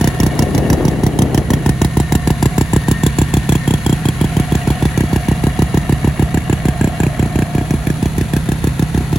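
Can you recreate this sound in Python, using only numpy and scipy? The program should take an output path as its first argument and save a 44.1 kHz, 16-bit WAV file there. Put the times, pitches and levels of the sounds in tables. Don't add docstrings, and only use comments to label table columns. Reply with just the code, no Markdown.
import sys
import numpy as np
from scipy import signal
from scipy.fft import rfft, irfft
from scipy.io import wavfile
from scipy.ndimage import uniform_filter1d, map_coordinates

SR = 44100
rng = np.random.default_rng(int(sys.argv[2]) if len(sys.argv) > 2 else 0)


def transcribe(signal):
    frames = np.atleast_2d(signal).T
    limited = np.clip(frames, -1, 1)
    pcm = np.round(limited * 32767).astype(np.int16)
    wavfile.write(sys.argv[1], SR, pcm)


N = 404838
TIME_S = np.arange(N) / SR
TURN_S = .0315


def from_db(db):
    return 10 ** (np.asarray(db) / 20)


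def rms_one(x):
    return x / np.sqrt(np.mean(x ** 2) + 1e-20)


def in_time(rows):
    s, *columns = np.transpose(rows)
    return [np.interp(TIME_S, s, c) for c in columns]


def at_hz(rows, hz):
    points, *columns = np.transpose(rows)
    return [np.interp(np.log(hz + 1e-9), np.log(points), c) for c in columns]


def panned(left_db):
    return from_db(np.array([[.5], [-.5]]) * left_db)


def two_channels(mid, side, alike):
    alike = np.clip(alike, 0, 1)
    return np.sqrt(1 + alike) * mid + np.sqrt(1 - alike) * side * [[1], [-1]]


def clicks(times, sizes):
    out = np.zeros(N)
    samples = np.clip(np.round(times * SR).astype(int), 0, N - 1)
    np.add.at(out, samples, sizes)
    return out


def ring(kicks, hz, t60):
    r = np.exp(-np.log(1000) / (t60 * SR))
    w = 2 * np.pi * hz / SR
    return signal.lfilter([0, np.sin(w)], [1, -2 * r * np.cos(w), r * r], kicks + 1e-18)


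def resonate(x, hz, width_hz):
    r = np.exp(-np.pi * width_hz / SR)
    zeros = np.array([1, 0, -1]) * (1 - r * r) / 2
    return signal.lfilter(zeros, [1, -2 * r * np.cos(2 * np.pi * hz / SR), r * r], x)


def wobble(per_s):
    knots = rng.standard_normal(int(N / SR * per_s) + 3)
    return rms_one(map_coordinates(knots, [np.arange(N) * per_s / SR], order=1))


def facing(at_s, spread_s):
    return np.exp(-.5 * ((TIME_S - at_s) / spread_s) ** 2)


# (frequency [Hz], likeness [0-1], left minus right [dB])
STEREO = [(60, 0.91, -1.5), (320, 0.87, -1.25), (704, 0.88, 3), (1160, 0.78, 3), (1710, 0.22, 5.5),
          (3020, 0.46, -0.5), (5770, 0.24, -4.5), (7600, 0.96, 1), (9700, 1, -0.5)]
TREBLE_LAG_S, TREBLE_FROM_HZ = .000178, 6500


def noise(spectrum):
    hz = np.fft.rfftfreq(N, 1 / SR)
    alike, left_db = at_hz(STEREO, hz)
    mid, side = rfft(rng.standard_normal((2, N)))
    pair = two_channels(mid, side, alike)
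    pair[0] *= np.exp(-2j * np.pi * hz * TREBLE_LAG_S * (hz > TREBLE_FROM_HZ))
    colour = from_db(at_hz(spectrum, hz)[0])
    return rms_one(irfft(pair * panned(left_db) * colour, N))


# (frequency [Hz], relative density [dB per Hz])
RUMBLE_SPECTRUM = [(15, -40), (30, -38), (50, 2.5), (100, -1.5), (155, -0.5), (220, -4.5), (350, -16),
                   (550, -20), (1000, -78)]


def rumble(level_db=-23):
    return from_db(level_db) * noise(RUMBLE_SPECTRUM)


EDDIES_PER_S, EDDY_DB, EDDY_CYCLES = 80, -3.5, 5.2


def eddies(low_hz=200, high_hz=640, scatter_db=2.0, tilt_db=-4.5, count=10):
    out = 0
    for hz, height in zip(np.geomspace(low_hz, high_hz, count), np.linspace(0, 1, count)):
        born = rng.random(N) < EDDIES_PER_S / (count * SR)
        force = from_db(tilt_db * height + scatter_db * wobble(200))
        out = out + ring(born * force, hz, EDDY_CYCLES / hz)
    return rms_one(out)


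# (frequency [Hz], relative density [dB per Hz])
WIND_SPECTRUM = [(25, -28), (60, 6), (110, -4.5), (300, 1), (450, -5.5), (700, -12.5), (1100, -23.5),
                 (2500, -45)]
# (time [s], level before lumps [dB])
GUST_LEVEL = [(0, -33.5), (.36, -20), (.84, -16.5), (.97, -22), (1.3, -21.5), (1.7, -25), (2, -70)]


def gust(lumps_db=2.5, left_db=4.5, rush_db=-1.0):
    air = from_db(rush_db) * noise(WIND_SPECTRUM) + from_db(EDDY_DB) * eddies()
    strength = from_db(in_time(GUST_LEVEL)[0] + lumps_db * wobble(55.2))
    return strength * air * panned(left_db)


# (frequency [Hz], relative density [dB per Hz])
FAN_SPECTRUM = [(300, 0.5), (550, -6), (900, 2.5), (1200, 2), (2100, 1), (3000, -5), (4200, -3.5),
                (5200, -13.5), (7000, -6.5), (8500, -7.5), (10500, -5), (13000, -18.5), (15500, -18)]
# (time [s], level before flutter [dB])
FAN_LEVEL = [(0, -31), (1.2, -36), (2.4, -32), (4.8, -31), (6.6, -34), (9.18, -32)]


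def fan(flutter_db=1.15):
    return from_db(in_time(FAN_LEVEL)[0] + flutter_db * wobble(280)) * noise(FAN_SPECTRUM)


def rattle(turns, modes, scatter_db, pan_db, count):
    times = (turns[:, None] + TURN_S * rng.random((len(turns), count))).ravel()
    force_db = scatter_db * rng.standard_normal(len(times))
    out = 0
    for hz, mode_db, t60 in modes:
        alike, left_db = at_hz(STEREO, hz)
        mid, side = rng.standard_normal((len(times), 2)).T
        sizes = two_channels(mid, side, alike) * from_db(force_db + mode_db)
        kicks = np.array([clicks(times, channel) for channel in sizes])
        out = out + ring(kicks, hz, t60) * panned(left_db + pan_db)
    return rms_one(out)


# (frequency [Hz], relative level [dB], t60 [s])
HOOD_MODES = [(631, -2.5, 0.069), (697.5, -2.5, 0.17), (729, -0.5, 0.16), (1079, -7.5, 0.092),
              (1367, -5, 0.044)]
# (time [s], level [dB])
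HOOD_LEVEL = [(0, -31), (1.5, -36), (2.3, -35), (3.2, -42), (4.6, -32), (5.8, -34), (7.4, -31), (8.1, -38)]
# (frequency [Hz], relative level [dB], t60 [s])
NOSE_MODES = [(631, 0.5, 0.067), (679, 1, .06)]
# (frequency [Hz], relative level [dB], t60 [s])
FIN_MODES = [(1700, 1.5, 0.064), (1810, 1, 0.034), (1930, 3.5, 0.066), (2232, 7, 0.028),
             (2760, -1.5, 0.083), (2927, -0.5, 0.06), (3310, -9.5, 0.16)]
# (time [s], level [dB])
FINS_LEVEL = [(0, -35.5), (2.2, -40.5), (4.9, -34.5), (5.8, -37.5), (6.6, -36.5), (7.9, -42.5),
              (9.18, -42.5)]


def clatter(turns, nose_db=-35.5):
    hood = rattle(turns, HOOD_MODES, scatter_db=1.5, pan_db=-2.0, count=6)
    nose = rattle(turns, NOSE_MODES, scatter_db=1.0, pan_db=-2.0, count=6)
    fins = rattle(turns, FIN_MODES, scatter_db=2.5, pan_db=-1.0, count=8)
    hood = from_db(in_time(HOOD_LEVEL)[0]) * hood
    nose = from_db(nose_db) * facing(at_s=7.1, spread_s=0.67) * nose
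    fins = from_db(in_time(FINS_LEVEL)[0]) * fins
    return hood + nose + fins


# (start [s], end [s], level before flutter and choking [dB])
CLUTCH_SPELLS = [(0, 0.885, -37), (1.696, 2.3, -37), (2.793, 3.015, -31.5), (3.293, 3.753, -35.5),
                 (4, 7.4, -43)]
CLUTCH_FADE_DB_PER_S = 59


def clutch(jet, hz=1826, waver_hz=13, flutter_db=3.0, choke=18, left_db=6.0):
    spells = []
    for start, end, level_db in CLUTCH_SPELLS:
        outside_s = abs(TIME_S - np.clip(TIME_S, start, end))
        spells.append(level_db - CLUTCH_FADE_DB_PER_S * outside_s)
    spells_db = np.max(spells, axis=0)
    phase = 2 * np.pi * np.cumsum(hz + waver_hz * wobble(90)) / SR
    slack = 1 / (1 + choke * uniform_filter1d(jet, size=1300))
    return from_db(spells_db + flutter_db * wobble(60)) * slack * np.sin(phase) * panned(left_db)


# (time [s], speed [turns per minute])
CRANK_SPEED = [(0.0, 1894), (0.44, 1894), (0.69, 2001), (1.47, 1889), (2.12, 1986), (2.57, 1942),
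               (2.77, 2000), (3.78, 1934), (3.9, 1873), (4.82, 2003), (5.09, 1933), (6.32, 2018),
               (6.44, 1932), (7.41, 1838), (7.63, 1940), (7.76, 1810), (7.98, 1939), (9.18, 1982)]
FIRST_TURN_S = .0096


def crank_turns():
    angle = np.cumsum(in_time(CRANK_SPEED)[0]) / (60 * SR)
    angle = angle - np.interp(FIRST_TURN_S, TIME_S, angle)
    return np.interp(np.arange(0, angle[-1]), angle, TIME_S)


# (time [s], firing turns [count], coasting turns [count], charge of the last firing [dB])
STUMBLES = [(.01, 3, 3, 0), (.2, 3, 3, 0), (.85, 2, 4, 0), (3.49, 3, 3, -1), (3.67, 3, 3, 0),
            (3.86, 3, 3, 0), (4.97, 3, 2, -6), (6.81, 3, 3, -2), (7, 3, 3, 0), (7.19, 3, 2, -9),
            (7.35, 3, 3, 0), (7.55, 3, 2, -5), (8.94, 3, 3, -11)]
FIRE_TURNS, COAST_TURNS = 2, 3


def charges(turns):
    out = []
    while len(out) < len(turns):
        now_s = turns[len(out)]
        stumble = [row[1:] for row in STUMBLES if abs(row[0] - now_s) < TURN_S]
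        fire, coast, last_db = stumble[0] if stumble else (FIRE_TURNS, COAST_TURNS, 0)
        out += [0] * (fire - 1) + [last_db] + [-np.inf] * coast
    return np.array(out[:len(turns)])


def jets(fired, crack_db, peak_s=0.0027, width_s=0.0012, tail=0.86, linger_s=.0062, sputter_db=2.0):
    t = np.arange(SR // 10) / SR
    burst = np.exp(-.5 * ((t - peak_s) / width_s) ** 2)
    linger = tail * np.exp(-t / linger_s) * (1 - np.exp(-(t / peak_s) ** 2))
    flow = signal.oaconvolve(clicks(fired, from_db(crack_db)), np.hypot(burst, linger))[:N]
    return flow * from_db(sputter_db * wobble(900))


# (frequency [Hz], relative density [dB per Hz])
CRACK_SPECTRUM = [(500, 12), (900, 4.5), (1300, -3), (2300, 2), (3200, 2), (3800, 0.5), (5200, -4.5),
                  (7400, 1.5), (8800, 1.5), (10800, -1), (13000, -6.5), (15500, -2.5)]
# (frequency [Hz], width [Hz], level among the beams [dB], loudest at [s], spread [s])
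BEAMS = [(1750, 300, -12, 0.21, 1.9), (1670, 150, -10, 7, 2.4), (2150, 530, -18, 3.4, 0.58),
         (2030, 840, -5.5, 6.88, 0.9), (3310, 220, -10, 3.9, 0.57), (3360, 270, -13.5, 1.3, 0.23),
         (5470, 1330, -13.5, 0.78, 0.66), (7330, 540, -10.5, 3.16, 0.95), (7260, 670, -6, 6.85, 0.34),
         (9100, 410, -14, 1.2, 0.52)]


def crack(jet, broad_db=-4, beam_db=-3, flicker_db=0.7):
    roar = noise(CRACK_SPECTRUM)
    out = from_db(broad_db) * roar
    for hz, width_hz, level_db, at_s, spread_s in BEAMS:
        tone = rms_one(resonate(resonate(roar, hz, width_hz), hz, 2 * width_hz))
        gain = from_db(beam_db + level_db + flicker_db * wobble(25))
        out = out + gain * facing(at_s, spread_s) * tone
    return jet * out


def reflected(x, strength=0.51, count=5):
    n = np.arange(N)
    out = x
    for k, delay_s in enumerate(np.geomspace(.0012, .005, count)):
        path = delay_s * SR * np.exp(.1 * wobble(.7))
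        late = np.array([map_coordinates(channel, [n - path], order=3) for channel in x])
        out = out + (-1) ** k * strength * late / np.sqrt(1 + k / 2)
    return out


def pipe(times, level_db, modes, scatter_db, bite_db=0, bite_hz=500):
    out = 0
    for k, (hz, mode_db, t60) in enumerate(modes):
        chance_db = scatter_db * rng.standard_normal(len(times))
        sizes = from_db(level_db + mode_db + bite_db * (hz > bite_hz) + chance_db)
        out = out - (-1) ** k * ring(clicks(times, sizes), hz, t60) * panned(at_hz(STEREO, hz)[1])
    return out


# (frequency [Hz], level [dB], t60 [s])
MUFFLER_MODES = [(69.9, -9.5, 0.19), (115.3, 4, 0.03), (142.6, 2, 0.069), (210.5, -2, 0.034),
                 (312.2, -2.5, 0.033), (410.5, -9, 0.024), (604.5, -7.5, 0.013), (650, -0.5, 0.0053),
                 (927, -8.5, 0.014)]
# (frequency [Hz], level [dB], t60 [s])
PUMPING_MODES = [(67, -17, 0.082), (101, -7.5, 0.014), (136, -11.5, 0.087), (162.8, -21.5, 0.15)]
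# (time [s], thump [dB], crack [dB])
EXHAUST_LEVEL = [(0, -0.6, -12), (1.3, -0.7, -12), (2.1, 0.6, -10.5), (3.2, 0, -11.5), (4.1, -1.04, -14.5),
                 (5.7, 0, -16), (7.6, -1.9, -19.5), (8.3, -2.5, -16.5), (9.18, -2.5, -17.5)]
CRACK_SCATTER_DB, THUMP_FOLLOWS = 1.0, 0.44
BITE_PER_CRACK, BITE_PER_NEAR = 0.17, 2.0
PUFF_LAG_S = .003


def exhaust(turns, charge_db):
    fires = np.isfinite(charge_db)
    fired, coasted, burnt_db = turns[fires], turns[~fires], charge_db[fires]
    near_db, sharp_db = (np.interp(fired, TIME_S, level) for level in in_time(EXHAUST_LEVEL))
    crack_db = sharp_db + burnt_db + CRACK_SCATTER_DB * rng.standard_normal(len(fired))
    bite_db = BITE_PER_CRACK * (crack_db - np.mean(crack_db)) + BITE_PER_NEAR * near_db
    thump_db = near_db + THUMP_FOLLOWS * burnt_db
    thumps = pipe(fired, thump_db, MUFFLER_MODES, scatter_db=0.54, bite_db=bite_db)
    puffs = pipe(coasted + PUFF_LAG_S, 0, PUMPING_MODES, scatter_db=0.5)
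    return thumps + puffs, jets(fired, crack_db)


KICK_S = .0005


def scene():
    turns = crank_turns()
    charge_db = charges(turns)
    after_firing = np.r_[False, np.isfinite(charge_db[:-1])]
    turns = turns - KICK_S * after_firing
    muffler, jet = exhaust(turns, charge_db)
    air = fan()
    crack_and_fan = reflected(crack(jet) + .3 * air) + .7 * air
    return rumble() + gust() + clatter(turns) + clutch(jet) + crack_and_fan + muffler


def record(dry, low_hz=32, ceiling=0.85, cutoff_hz=16000):
    lean = signal.sosfilt(signal.butter(2, low_hz, "high", fs=SR, output="sos"), dry)
    rounded = lean / (1 + (lean / ceiling) ** 8) ** (1 / 8)
    return signal.sosfilt(signal.ellip(12, .1, 80, cutoff_hz, fs=SR, output="sos"), rounded)


dry = scene()
out = record(dry)
transcribe(out)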